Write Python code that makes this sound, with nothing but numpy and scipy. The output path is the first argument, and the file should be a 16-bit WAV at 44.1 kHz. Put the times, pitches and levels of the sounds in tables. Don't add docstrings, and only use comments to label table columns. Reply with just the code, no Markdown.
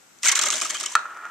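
import sys
import numpy as np
from scipy import signal
from scipy.fft import rfft, irfft
from scipy.io import wavfile
from scipy.ndimage import uniform_filter1d

SR = 44100
rng = np.random.default_rng(int(sys.argv[2]) if len(sys.argv) > 2 else 0)


def level_to_linear(level):
    exponent = np.asarray(level, float) / 20
    return 10 ** exponent


def unload_audio(sound):
    columns = np.transpose(np.atleast_2d(sound))
    steps = np.round(np.clip(columns, -1, 1) * 32767)
    wavfile.write(sys.argv[1], SR, steps.astype(np.int16))


N = 57330

# start in seconds, rattle length in seconds, level in dB.
RIDGES = [(0.218, 0.0062, -49), (0.2245, 0.0026, -40), (0.2308, .002, -20), (0.2417, 0.0018, -20.5),
          (0.2471, 0.0095, -22.5), (0.255, 0.0051, -20), (0.2636, .003, -17.5), (0.2714, 0.0035, -17),
          (0.2817, 0.0064, -14.5), (0.2892, 0.004, -18.5), (.300, 0.004, -30), (0.3146, 0.0079, -15),
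          (0.328, 0.0054, -34), (0.3526, 0.0047, -15.5), (0.36, 0.0034, -25), (0.366, 0.013, -20.5),
          (0.389, 0.0034, -16.5), (0.395, 0.0019, -27.5), (0.413, 0.0063, -20), (0.4215, 0.0062, -24),
          (0.4336, 0.0047, -20.5), (0.444, 0.0051, -32), (0.4562, 0.0073, -21), (0.466, 0.0089, -25),
          (0.4834, 0.002, -19.5), (0.506, 0.0034, -24), (0.52, 0.0084, -22.5), (0.537, 0.0049, -23),
          (0.551, 0.036, -34), (0.596, 0.0022, -36.5), (0.6143, 0.0055, -22.5), (0.624, 0.0015, -31),
          (0.632, 0.0018, -28.5), (0.647, 0.0074, -28), (0.663, 0.0057, -39), (0.693, .004, -34),
          (0.698, 0.0094, -28), (0.741, 0.0097, -30.5), (0.759, .002, -44), (0.799, 0.011, -29.5),
          (0.829, 0.011, -31.5), (0.8566, 0.0053, -30.5), (0.898, 0.0035, -41), (0.916, 0.0056, -38.5),
          (.932, .005, -43)]
# start in seconds, peak in dB.
TICKS = [(.1873, -40), (.2322, -15), (.2540, -14), (.2590, -13), (.2853, -10), (.3155, -14), (.3905, -14),
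         (.4250, -15), (.4530, -17), (.5034, -5), (.5110, -15), (.5185, -21), (.5553, -18), (.5573, -18),
         (.5635, -20), (.5655, -21), (.5690, -18), (.5810, -20), (.6020, -19), (.6135, -15), (.6730, -24),
         (.7005, -18), (.7070, -20), (.7693, -20), (.8103, -18), (.8370, -20), (.8608, -16), (.9215, -27)]
# start in seconds, peak in dB, pitch in Hz.
PANELS = [(0.2652, -17, 1915), (0.2825, -5.5, 2018), (0.2974, -13.5, 3130), (0.321, -14.5, 2120),
          (0.357, -31, 3380), (0.372, -14.5, 1375), (0.391, -14.5, 1205), (0.415, -16.5, 1400),
          (0.435, -12.5, 1230), (0.460, -15, 1244), (0.487, -16.5, 1200), (0.526, -16.5, 1250),
          (0.615, -14.5, 1200), (0.650, -14.5, 1257), (0.700, -26, 2275), (0.749, -17.5, 3102),
          (0.806, -22.5, 1220), (0.833, -20, 1246), (0.8595, -17, 3080)]
# start in seconds, peak in dB, pitch in Hz.
MORE_PANELS = [(.232, -18.5, 1940), (0.231, -26, 1080), (0.24, -26.5, 1240), (0.231, -18.5, 2630),
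               (.244, -21, 1950), (0.252, -17.5, 984), (.256, -17, 2330), (0.271, -9, 2203),
               (.276, -24, 1390), (.292, -12, 2140), (.296, -20, 1244), (0.324, -18, 1075),
               (.356, -16.5, 1190), (.36, -15, 2100), (0.422, -21, 2080), (.495, -19, 1186),
               (0.536, -24, 1384), (0.257, -15, 1484), (.435, -20, 3010), (0.467, -16, 2130),
               (.506, -24, 3010), (.614, -16.5, 2386), (.70, -25.5, 1150), (0.747, -18.5, 1265),
               (.757, -25, 1330), (.806, -28.5, 3180), (0.701, -24, 3130), (0.662, -24, 1260),
               (.625, -26, 3180), (.749, -20, 2400), (0.768, -26, 3200), (.832, -27.5, 3060),
               (0.86, -22.5, 1230), (0.859, -33, 5370), (.89, -29, 1000), (.915, -29, 1020),
               (.935, -38, 1070)]
# time in seconds, level in dB.
FOIL_ROLL = [
    (.225, -93),
    (.24, -39),
    (.35, -64),
    (.5, -40.5),
    (.6, -34.5),
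    (.75, -35.5),
    (.9, -40.5),
    (.94, -40),
    (.95, -70),
    (.96, -90),
]
# frequency in Hz, gain in dB.
FOIL_COLOUR = [(200, -23.5), (500, -19.5), (800, -12), (1200, -2), (2300, -3.5), (4200, -7), (7000, -8.5),
               (13000, -6.5)]
# frequency in Hz, T60 in seconds.
FOIL_T60 = [(300, 0.59), (1300, 0.15), (3000, 0.025), (7000, 0.01), (12000, 0.004)]
# frequency in Hz, gain in dB, T60 in seconds.
RIM_MODES = [(201, -41, 0.026), (308, -23, 0.016), (340, -19, 0.031), (387, -5, 0.032), (534, -12.5, 0.018),
             (628, 2, 0.025)]
# time in seconds, level in dB.
WEIGHT = [(.22, -86), (.25, -45), (.34, -57), (.40, -44.5), (.44, -42), (.475, -37.5), (.50, -49),
          (.54, -40), (.575, -44.5), (.60, -57), (.625, -43), (.69, -54), (.73, -47), (.79, -59),
          (.815, -45.5), (.87, -53.5), (.92, -62)]
# frequency in Hz, dB on landing, T60 in seconds, dB when rolled on.
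BOARD_MODES = [(810, -37.5, .015, -46), (1000, -30, 0.015, -33), (1260, -30, 0.17, -2),
               (1249, 13, 0.051, -34), (1333, 22, 0.044, 22.5), (1412, 11.5, 0.053, 20.5),
               (1630, 5, 0.065, 12), (1759, 23, 0.015, 14.5), (1860, -15, .022, -32), (2320, 5.5, 0.026, 3),
               (2550, 9, 0.019, -43), (3230, 8, 0.027, -26), (4400, -3, 0.017, -42)]
# frequency in Hz, level in dB, T60 in seconds.
BOARD_DRUM = (356, -26.5, 0.035)
# time in seconds, level in dB.
TABLE_ROLL = [
    (.952, -90),
    (.960, -23.5),
    (.975, -31),
    (.99, -36.5),
    (1.06, -39),
    (1.12, -39),
    (1.2, -41),
    (1.25, -37.5),
    (1.3, -41),
]
# start in seconds, peak in dB.
HOPS = [(0.985, -33), (.9915, -23.5), (1.0555, -25), (1.063, -30), (1.1039, -31.5), (1.111, -43),
        (1.1464, -29.5), (1.166, -31), (1.172, -26), (1.192, -51), (1.2533, -23), (1.266, -31),
        (1.2824, -42), (1.288, -32)]
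# frequency in Hz, gain in dB.
AIR_COLOUR = [(30, -11), (200, 7.5), (500, 4.5), (1400, 6), (2500, 1.5), (4500, -5.5), (8000, -6),
              (14000, -15)]
# frequency in Hz, level in dB.
WHINES = [(1400, -72), (7881, -74), (11806, -76)]
# resonance in Hz, Q, roll-off in Hz.
PORTS = [(7730, 3.95, 12750), (6385, 4.77, 7530)]


def plate():
    return high(foil() + panels(), 294) + ticks() + plate_body()


def foil():
    t = np.arange(N) / SR
    release_s, spot_s, spots = 0.0032, 0.002, 12
    rattle = np.zeros(N)
    for start, hold, db in RIDGES:
        since_hold = np.clip(t - start - hold, 0, 1)
        rattle += level_to_linear(db) * (t >= start) * np.exp(-since_hold / release_s)
    force = (rattle + line(FOIL_ROLL)) * grit(per_s=5000, spread_db=4.5)
    spot = np.repeat(rng.integers(spots, size=N), int(spot_s * SR))[:N]
    out = np.zeros((2, N))
    for k in range(spots):
        force_here = force * (spot == k)
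        out += signal.fftconvolve(force_here[None], foil_response())[:, :N]
    return out


def foil_response():
    size = 4096
    t, out = np.arange(size) / SR, 0
    noise = stereo(size)
    for hz in 150 * 2 ** np.arange(0, 7.):
        edges = [hz, min(2 * hz, SR / 2.1)]
        band = signal.sosfilt(signal.butter(2, edges, "band", fs=SR, output="sos"), noise)
        t60 = over_hz(FOIL_T60, hz * np.sqrt(2))
        out = out + band * level_to_linear(-60 * t / t60) / np.sqrt(t60)
    return level(colour(out, FOIL_COLOUR), 0) / np.sqrt(size)


def panels():
    t = np.arange(N) / SR
    push_s, t60, split_hz, gain_db = 0.004, 0.022, 86, -9
    push = grit(per_s=5000, spread_db=2.3)
    out = np.zeros(N)
    for start, db, hz in list(PANELS) + list(MORE_PANELS):
        shove = push * (t >= start) * np.exp(-np.clip(t - start, 0, 1) / push_s)
        ring = mode(shove, hz, t60)
        ring = ring - 0.6 * mode(shove, hz + split_hz, t60)
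        ring = ring - 0.5 * mode(shove, hz - 1.1 * split_hz, t60)
        ring = high(ring, hz / 2)
        out += ring * level_to_linear(db + gain_db) / np.abs(ring).max()
    return out


def ticks():
    size = 1024
    out, t = np.zeros((2, N + size)), np.arange(size) / SR
    t60, low_hz, top_hz, gain_db = 0.0072, 2400, 10100, -0.5
    for start, db in TICKS:
        snap = stereo(size) * level_to_linear(-60 * t / t60) + 1.8 * (t == 0)
        snap = signal.lfilter(*signal.butter(1, top_hz, fs=SR), high(snap, low_hz))
        first = int(start * SR)
        out[:, first:first + size] += snap * level_to_linear(db + gain_db) / np.abs(snap).max()
    return out[:, :N]


def plate_body():
    shake = rng.standard_normal(N)
    rim = level(sum(level_to_linear(db) * mode(shake, hz, t60) for hz, db, t60 in RIM_MODES), 0)
    deep = level(rumble(shake + 0.7 * rng.standard_normal((2, N))), -26)
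    return line(WEIGHT) * (high(rim, 214) + deep)


def table_top():
    land_s = 0.9526
    return landing(land_s) + table_roll() + hops() + cracks(land_s)


def landing(land_s):
    t = np.arange(N) / SR
    push_s, squash = 0.00021, 2.6
    blow = np.sin(np.pi * np.clip((t - land_s) / push_s, 0, 1))
    knock = radiated(sum(level_to_linear(db) * mode(blow, hz, t60) for hz, db, t60, _ in BOARD_MODES))
    knock = radiated(np.tanh(squash * knock / np.abs(knock).max()))
    return knock * level_to_linear(-2) / np.abs(knock).max()


def table_roll():
    rough = grit(per_s=5900, spread_db=5)
    hz, db, t60 = BOARD_DRUM
    drum = level(high(mode(rough, hz, t60), hz / 2), db)
    hiss = level_to_linear(-25) * radiated(rough)
    return line(TABLE_ROLL) * (level(board(rough), 0) + drum + hiss)


def hops():
    push_s, gain_db = 0.00018, 2.5
    soft = np.hanning(int(push_s * SR) + 3)
    pushes = np.convolve(spikes(HOPS), soft / soft.sum())[:N]
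    return board(pushes) * level_to_linear(gain_db) / sum(level_to_linear(row[3]) for row in BOARD_MODES)


def cracks(land_s):
    size, t60 = 2048, 0.022
    crack = high(stereo(size) * level_to_linear(-60 * np.arange(size) / SR / t60), 2600)
    snaps = spikes([(land_s, -20)]) + level_to_linear(-26.5) * spikes(HOPS)
    return signal.fftconvolve(snaps[None], crack)[:, :N]


def board(x):
    return radiated(sum(level_to_linear(db) * mode(x, hz, t60) for hz, _, t60, db in BOARD_MODES))


def radiated(x):
    return high(x, 668)


def room(near):
    size = N // 2
    t = np.arange(size) / SR
    t60, gap_s, low_hz, top_hz = 0.3, 0.0019, 1570, 6200
    noise = rng.standard_normal((2, size))
    tail = level(noise * level_to_linear(-60 * t / t60) * (t > gap_s), -9.5) / np.sqrt(size)
    tail = signal.lfilter(*signal.butter(1, [low_hz, top_hz], "band", fs=SR), tail)
    return signal.fftconvolve(near.mean(axis=0)[None], tail)[:, :N]


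def air():
    noise = stereo(N) + 2.0 * rng.standard_normal((2, N))
    return level_to_linear([[1.5], [-1.5]]) * level(colour(noise, AIR_COLOUR), -57.5)


def grit(per_s, spread_db):
    hit, size, sign = rng.random(N), rng.exponential(size=N), rng.standard_normal(N)
    x = (hit < per_s / SR) * np.sign(sign) * level_to_linear(spread_db * np.minimum(size, 3.5))
    return x / np.sqrt(uniform_filter1d(x ** 2, size=256) + 0.017)


def mode(x, hz, t60):
    r, w = np.exp(-np.log(1000) / (t60 * SR)), 2 * np.pi * hz / SR
    return signal.lfilter([0, np.sin(w)], [1, -2 * r * np.cos(w), r * r], x)


def stereo(size):
    mid, side = rng.standard_normal((2, size))
    side = level_to_linear(-3.5) * signal.lfilter(*signal.butter(1, 4440, "high", fs=SR), side)
    return np.array([mid + side, mid - side])


def spikes(rows):
    x = np.zeros(N)
    for s, db in rows:
        x[int(s * SR)] += level_to_linear(db)
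    return x


def level(x, db):
    return x * level_to_linear(db) / np.sqrt(np.mean(x ** 2))


def line(table):
    s, db = np.array(table).T
    return level_to_linear(np.interp(np.arange(N) / SR, s, db))


def over_hz(table, hz):
    f, v = np.array(table).T
    return np.interp(np.log(np.maximum(hz, 1)), np.log(f), v)


def colour(x, table):
    size = x.shape[-1]
    return irfft(rfft(x) * level_to_linear(over_hz(table, np.fft.rfftfreq(size, 1 / SR))), size)


def high(x, hz):
    return signal.sosfilt(signal.butter(4, hz, "high", fs=SR, output="sos"), x)


def rumble(x):
    hz = 55.4
    return signal.sosfilt(signal.butter(2, [hz / 2, hz * 2.1], "band", fs=SR, output="sos"), x)


def scene():
    near = plate() + table_top()
    return near + room(near) + air()


def ports(dry):
    out = []
    for x, (hz, q, top_hz) in zip(dry, PORTS):
        w = 2 * SR * np.tan(np.pi * hz / SR)
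        x = signal.lfilter(*signal.bilinear([w * w], [1, w / q, w * w], SR), x)
        out.append(signal.lfilter(*signal.butter(2, min(top_hz, SR / 2.1), fs=SR), x))
    out[0] = np.append(out[0][0], out[0][:-1])
    return np.array(out)


def gate_top(mic):
    mirrored = np.hstack([mic, mic[:, ::-1]])
    top = irfft(rfft(mirrored) * (np.fft.rfftfreq(2 * N, 1 / SR) > 14250), 2 * N)[:, :N]
    bright = np.abs(high(mic[0], 3000))
    before = np.roll(uniform_filter1d(bright, size=400), 240)
    attack = uniform_filter1d(bright, size=64) > level_to_linear(17) * before
    held = uniform_filter1d(1. * attack, size=256) > 1e-6
    gate = uniform_filter1d(1. * held, size=128)
    return mic - top * (1 - gate)


def top_cut(x):
    return signal.sosfilt(signal.butter(12, 16470, fs=SR, output="sos"), x)


def record(dry):
    t = np.arange(N) / SR
    whine = sum(level_to_linear(db) * np.sqrt(2) * np.sin(2 * np.pi * hz * t) for hz, db in WHINES)
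    hiss = level_to_linear(-63) * rng.standard_normal((2, N))
    mix = gate_top(ports(dry) + whine + hiss)
    return top_cut(mix)


dry = scene()
out = record(dry)
unload_audio(out)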